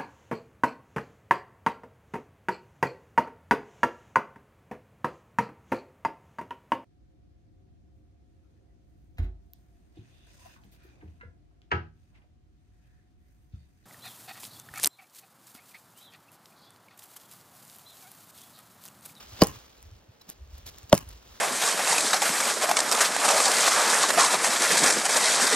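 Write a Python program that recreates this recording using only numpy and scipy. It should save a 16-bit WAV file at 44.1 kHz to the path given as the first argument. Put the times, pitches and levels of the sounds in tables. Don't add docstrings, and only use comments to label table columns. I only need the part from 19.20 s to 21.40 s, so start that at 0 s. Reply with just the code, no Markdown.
import sys
import numpy as np
from scipy import signal
from scipy.fft import rfft, irfft
from scipy.io import wavfile
from scipy.ndimage import uniform_filter1d

SR = 44100
rng = np.random.default_rng(int(sys.argv[2]) if len(sys.argv) > 2 else 0)


def dump_mix(stems):
    frames = np.atleast_2d(stems).T
    limited = np.clip(frames, -1, 1)
    pcm = np.round(limited * 32767).astype(np.int16)
    wavfile.write(sys.argv[1], SR, pcm)


N = 97020
T = np.arange(N) / SR

# f/Hz, likeness/0-1
NEAR = [(100, 0.95), (3000, 1), (16000, 0.95)]
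# f/Hz, likeness/0-1
DIFFUSE = [(60, 1), (290, 0.32), (640, 0.13), (3000, 0.35), (7000, 0.91), (10000, 1)]
# f/Hz, relative density/dB
TWIG_COLOUR = [(100, 4), (500, -2.5), (3000, -6.5), (7000, 5), (12000, -10), (16000, -3.5)]


def amp(db):
    return 10 ** (np.asarray(db) / 20)


def evened(x):
    return x / np.sqrt(np.mean(x ** 2) + 1e-20)


def read(points, hz):
    f, value = np.transpose(points)
    return np.interp(np.log(hz + 1), np.log(f), value)


def level(points):
    return amp(np.interp(T, *np.transpose(points)))


def add(mix, s, sound):
    part = mix[:, max(round(s * SR), 0):][:, :sound.shape[-1]]
    part += sound[..., :part.shape[1]]


def noise(spectrum, likeness, size, grain_db=0, peak_hz=1000, peak_db=0, ripple_db=0):
    hz = np.fft.rfftfreq(size, 1 / SR)
    grains = evened(uniform_filter1d(rng.standard_normal(size), size=24))
    grains = np.clip(grains, -3, 3)
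    a, b = rfft(rng.standard_normal((2, size)) * amp(grain_db * grains))
    same = np.clip(read(likeness, hz), 0, 1)
    right = same * a + np.sqrt(1 - same ** 2) * b
    ripple = np.interp(hz, np.linspace(0, SR / 2, 120), rng.standard_normal(120))
    width_oct = 0.13
    peak = np.exp(-.5 * (np.log2((hz + 1) / peak_hz) / width_oct) ** 2)
    colour = amp(read(spectrum, hz) + peak_db * peak + ripple_db * ripple)
    return evened(irfft(np.array([a, right]) * colour, size))


def burst(source, rise_s, decay_s):
    t = T[:source.shape[1]]
    shape = (1 - np.exp(-t / rise_s)) * np.exp(-t / decay_s)
    shape /= shape.max()
    return evened(source * shape) * np.sqrt(np.mean(shape ** 2))


def rustle():
    # t/s, level/dB
    rustle_level = [(0, -47), (.07, -53), (.21, -45), (.31, -60.5), (.35, -48), (.41, -54), (.52, -58.5),
                    (.7, -61.5), (.87, -67.5), (1.06, -63), (1.29, -63.5), (1.35, -55), (1.44, -59.5),
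                    (1.54, -54.5), (1.83, -62.5), (1.91, -52.5), (1.99, -58.5), (2.17, -52), (2.2, -55)]
    # f/Hz, relative density/dB
    rustle_colour = [(60, -3.5), (250, 3.5), (600, 1), (1200, 3), (2000, -2), (3300, 0.5), (6000, -1),
                     (8500, -7.5), (12000, -7), (16000, -10)]
    flicks_per_s, flick_db, flick_decay_s = 110, -9.5, .0012
    flicks = (rng.random(N) < flicks_per_s / SR) * rng.uniform(.3, 1, N)
    flicks = evened(signal.lfilter([1], [1, -np.exp(-1 / (flick_decay_s * SR))], flicks))
    leaves = noise(rustle_colour, DIFFUSE, size=N, grain_db=3.5)
    leaves = leaves + amp(flick_db) * flicks * noise(TWIG_COLOUR, NEAR, size=N)
    return level(rustle_level) * leaves


def wind():
    # t/s, level/dB
    wind_level = [(0, -65), (.2, -55), (.3, -52), (.42, -63), (.57, -66.5), (.66, -49.5), (.8, -56.5),
                  (.87, -83), (1.12, -73.5), (1.21, -52), (1.47, -51), (1.7, -58), (1.93, -49), (2.03, -61),
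                  (2.13, -53), (2.2, -70)]
    # f/Hz, relative density/dB
    wind_colour = [(18, -27), (38, -2.5), (62, 6.5), (100, -5.5), (160, -20), (2000, -94)]
    return level(wind_level) * noise(wind_colour, NEAR, size=N)


def still_forest():
    # f/Hz, relative density/dB
    air_colour = [(20, -11.5), (100, 2), (250, 0), (600, -1), (1200, -10), (2500, -13), (6000, -26),
                  (16000, -34)]
    return amp(-62) * noise(air_colour, DIFFUSE, size=N)


def bumps():
    # t/s, level/dB, f/Hz, length/s
    bump_list = [(0.106, -43, 102, 0.054), (0.348, -44, 112, 0.04), (0.701, -43.5, 96.9, 0.054),
                 (0.881, -45.5, 99, 0.033), (1.082, -45.5, 190, .024), (1.206, -38, 64.6, 0.046),
                 (1.323, -40, 66, 0.047), (1.44, -45.5, 78, .07), (1.63, -42.5, 91, 0.03),
                 (1.859, -40.5, 80, 0.039)]
    out = np.zeros((2, N))
    for s, db, hz, length_s in bump_list:
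        t = T[:round(length_s * SR)]
        add(out, s, amp(db) * signal.windows.hann(len(t)) * np.sin(2 * np.pi * hz * t))
    return out


def swish():
    # f/Hz, relative density/dB
    swish_colour = [(40, -4), (200, 2.5), (700, -2.5), (1200, -10), (2000, -10), (5000, -6), (8000, -26),
                    (16000, -33)]
    grow_s = 0.015
    air = noise(swish_colour, NEAR, size=4096, grain_db=-4.5)
    return (air * np.exp(-T[:air.shape[1]] / grow_s))[:, ::-1]


def knock(spot):
    # f/Hz, t60/s, relative level at spot one/dB, at spot two/dB
    modes = [(139, .052, -9, -8), (192.7, 0.054, -1.5, -5), (272, .034, 0, -3), (345, .022, 4, -8),
             (477, .035, -1.5, -19.5), (444.5, 0.062, -17.5, -29.5), (579.3, .024, -0.5, 10),
             (644, 0.012, 9, 12.5), (811, .07, -18, -28.5), (884, .014, -14.5, 7),
             (1039, .048, -12.5, -29.5), (1105, 0.028, -9, -6.5), (1428, 0.019, -19.5, -11.5),
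             (3006, .03, -11, -28), (4150, .022, -12.5, -32)]
    bite_s = 0.0046
    push_db, push_delay_s, push_width_s = -10.5, 0.0023, 0.0025
    t = T[:SR // 4]
    ring = np.zeros(len(t))
    for k, (hz, t60_s, *dbs) in enumerate(modes):
        sign = -(-1) ** k
        ring += sign * amp(dbs[spot] - 60 * t / t60_s) * np.sin(2 * np.pi * hz * t)
    u = (t - push_delay_s) / push_width_s
    push = amp(push_db) * (1 - u ** 2) * np.exp(-u ** 2 / 2)
    return (ring + push) * (1 - np.exp(-t / bite_s))


def graze(spot, lead_s):
    onset = knock(spot)[:round(lead_s * SR)]
    return onset * signal.windows.tukey(len(onset))


def crack(spot, decay_s):
    # f/Hz, relative density at spot one/dB, at spot two/dB
    crack_colour = [(300, -13.5, -16), (1300, -9, -10.5), (2000, -2.5, 3.5), (2600, -4.5, -6),
                    (2900, -4.5, 4.5), (3330, -13.5, 5), (4450, 5.5, -6), (5300, 3.5, -5.5),
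                    (5700, -9.5, 4), (6600, -2.5, -11), (7700, -2.5, 0), (9000, -14, -4.5),
                    (11207, -4.5, -5), (16000, -21.5, -23)]
    rise_s = 0.00092
    snaps = burst(rng.standard_normal((1, 1024)), rise_s, decay_s)[0]
    snaps = rfft(np.pad(snaps, 512))
    hz = np.fft.rfftfreq(2 * len(snaps) - 2, 1 / SR)
    colour = amp(read(np.array(crack_colour)[:, [0, 1 + spot]], hz))
    flattened = snaps / np.sqrt(uniform_filter1d(abs(snaps) ** 2, size=9))
    sound = irfft(flattened * colour)
    return sound / np.linalg.norm(sound) * np.sqrt(2 * decay_s * SR)


def clumped(source):
    clump_db = 2.4
    clumps = evened(uniform_filter1d(rng.standard_normal(source.shape[1]), size=200))
    return source * amp(clump_db * clumps)


def scatter():
    # f/Hz, relative density/dB
    scatter_colour = [(40, -18.5), (190, 3.5), (400, 3.5), (650, 3), (1200, -9), (3000, -23.5),
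                      (5200, -18.5), (7000, -21), (11000, -16.5), (16000, -32.5)]
    rise_s, t60_s = .003, 0.09
    bits = clumped(noise(scatter_colour, NEAR, size=8192, grain_db=2.0, ripple_db=2.0))
    return burst(bits, rise_s, t60_s / np.log(1000))


def forest_tail():
    # f/Hz, relative density/dB
    tail_colour = [(40, -6), (120, 8.5), (250, 0.5), (700, -8.5), (1070, -5.5), (1400, -13), (1700, -8.5),
                   (2300, -14), (2950, -8), (3400, -20), (6000, -12), (16000, -18)]
    rise_s, t60_s = 0.051, 0.25
    tail = clumped(noise(tail_colour, DIFFUSE, size=32768, grain_db=3.5, peak_hz=1090, peak_db=5))
    return burst(tail, rise_s, t60_s / np.log(1000))


def axe():
    # t/s, crack level/dB, crack decay/s, knock level/dB, scatter level/dB, swish level/dB
    blows = [(0.2182, -11.5, 0.001, 0.5, -19.5, -33.5), (1.7272, -11.5, 0.0011, 1, -22, -44.5)]
    graze_db, graze_lead_s = -22, .0075
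    tail_db = -16.5
    out = np.zeros((2, N))
    for spot, (s, crack_db, crack_s, knock_db, scatter_db, swish_db) in enumerate(blows):
        swing = swish()
        add(out, s - swing.shape[1] / SR, amp(swish_db) * swing)
        add(out, s - graze_lead_s, amp(graze_db) * graze(spot, graze_lead_s))
        snap = crack(spot, crack_s)
        add(out, s - len(snap) / 4 / SR, amp(crack_db) * snap)
        add(out, s, amp(knock_db) * knock(spot))
        add(out, s, amp(scatter_db) * scatter())
        add(out, s, amp(scatter_db + tail_db) * forest_tail())
    return out


def twigs():
    # t/s, level/dB, decay/s, pitch f/Hz, prominence of the pitch/dB
    twig_list = [(0.2099, -24, .0012, 4900, 25.5), (0.2226, -13, 0.0014, 4540, 26),
                 (0.2436, -29, 0.0018, 5500, 10), (1.09, -38, .005, 12000, 17),
                 (1.379, -46.5, 0.005, 11700, 20), (1.4621, -38, 0.0044, 11500, 16),
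                 (1.582, -43, 0.0076, 11600, 11), (1.630, -47, .003, 2500, 20), (1.694, -38, .004, 5260, 3),
                 (1.7195, -38.5, 0.0068, 2506, 14.5), (1.751, -31, .003, 5720, 9.5),
                 (1.7778, -30, .003, 2200, 14.5), (1.8882, -40.5, 0.0034, 10700, 20.5)]
    rise_s = 0.00056
    out = np.zeros((2, N))
    for s, db, decay_s, hz, peak_db in twig_list:
        snap = noise(TWIG_COLOUR, NEAR, size=2048, grain_db=7, peak_hz=hz, peak_db=peak_db, ripple_db=2)
        add(out, s, amp(db) * burst(snap, rise_s, decay_s))
    return out


def ticks():
    # t/s, level/dB, decay/s
    tick_list = [(0.2359, -10, .0004), (0.2698, -23.5, .0014), (.2778, -38, .0012), (.627, -40, 0.00094),
                 (1.1, -26.5, .0005), (1.7434, -16, .0004), (1.75, -21, .0012), (1.7772, -21, .0011),
                 (1.7892, -31, .0006)]
    # f/Hz, relative density/dB
    tick_colour = [(300, -29.5), (2000, -26), (4500, -20.5), (6000, -15), (8800, -13.5), (10900, -6.5),
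                   (12500, -14), (16000, -24.5)]
    rise_s = .00015
    out = np.zeros((2, N))
    for s, db, decay_s in tick_list:
        add(out, s, amp(db) * burst(noise(tick_colour, NEAR, size=1024), rise_s, decay_s))
    return out


def scrapes():
    # t/s, length/s, level/dB
    scrape_list = [(1.011, 0.012, -52.5), (1.078, 0.057, -51.5), (1.457, 0.046, -43.5)]
    # f/Hz, relative density/dB
    scrape_colour = [(100, 0.5), (500, 1.5), (1500, -2), (2600, 0), (6000, 3.5), (8500, -4), (12000, 4),
                     (16000, -10.5)]
    out = np.zeros((2, N))
    for s, length_s, db in scrape_list:
        phase = np.pi * np.minimum(T[:SR // 8] / length_s, 1)
        stroke = np.sqrt(np.maximum(np.sin(phase), 0))
        grit = noise(scrape_colour, DIFFUSE, size=len(stroke), grain_db=2.5, ripple_db=0.5)
        add(out, s, amp(db) * stroke * grit)
    return out


def release():
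    # f/Hz, level/dB
    ping_modes = [(3980, -45.5), (5370, -48)]
    ping_s, ping_t60_s, ping_rise_s = 1.013, .04, 0.00056
    free_s, free_db = 1.09, -42
    out, t = np.zeros((2, N)), T[:SR // 8]
    ping = sum(amp(db - 60 * t / ping_t60_s) * np.sin(2 * np.pi * hz * t) for hz, db in ping_modes)
    add(out, ping_s, ping * (1 - np.exp(-t / ping_rise_s)))
    add(out, free_s, amp(free_db) * knock(0))
    return out


def scene():
    surroundings = rustle() + wind() + still_forest()
    left, right = surroundings + bumps() + axe() + twigs() + ticks() + scrapes() + release()
    right_lag_s, left_db, right_db = .000052, -0.43, 0.15
    lag = np.exp(-2j * np.pi * np.fft.rfftfreq(N, 1 / SR) * right_lag_s)
    return np.array([left * amp(left_db), irfft(rfft(right) * lag, N) * amp(right_db)])


def record(dry):
    ceiling, edge_hz = .95, 16100
    rounded = dry / (1 + (dry / ceiling) ** 6) ** (1 / 6)
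    lowpass = signal.firwin(255, edge_hz, window=("kaiser", 9), fs=SR)
    return signal.oaconvolve(rounded, lowpass[None], "same", axes=1)


dry = scene()
out = record(dry)
dump_mix(out)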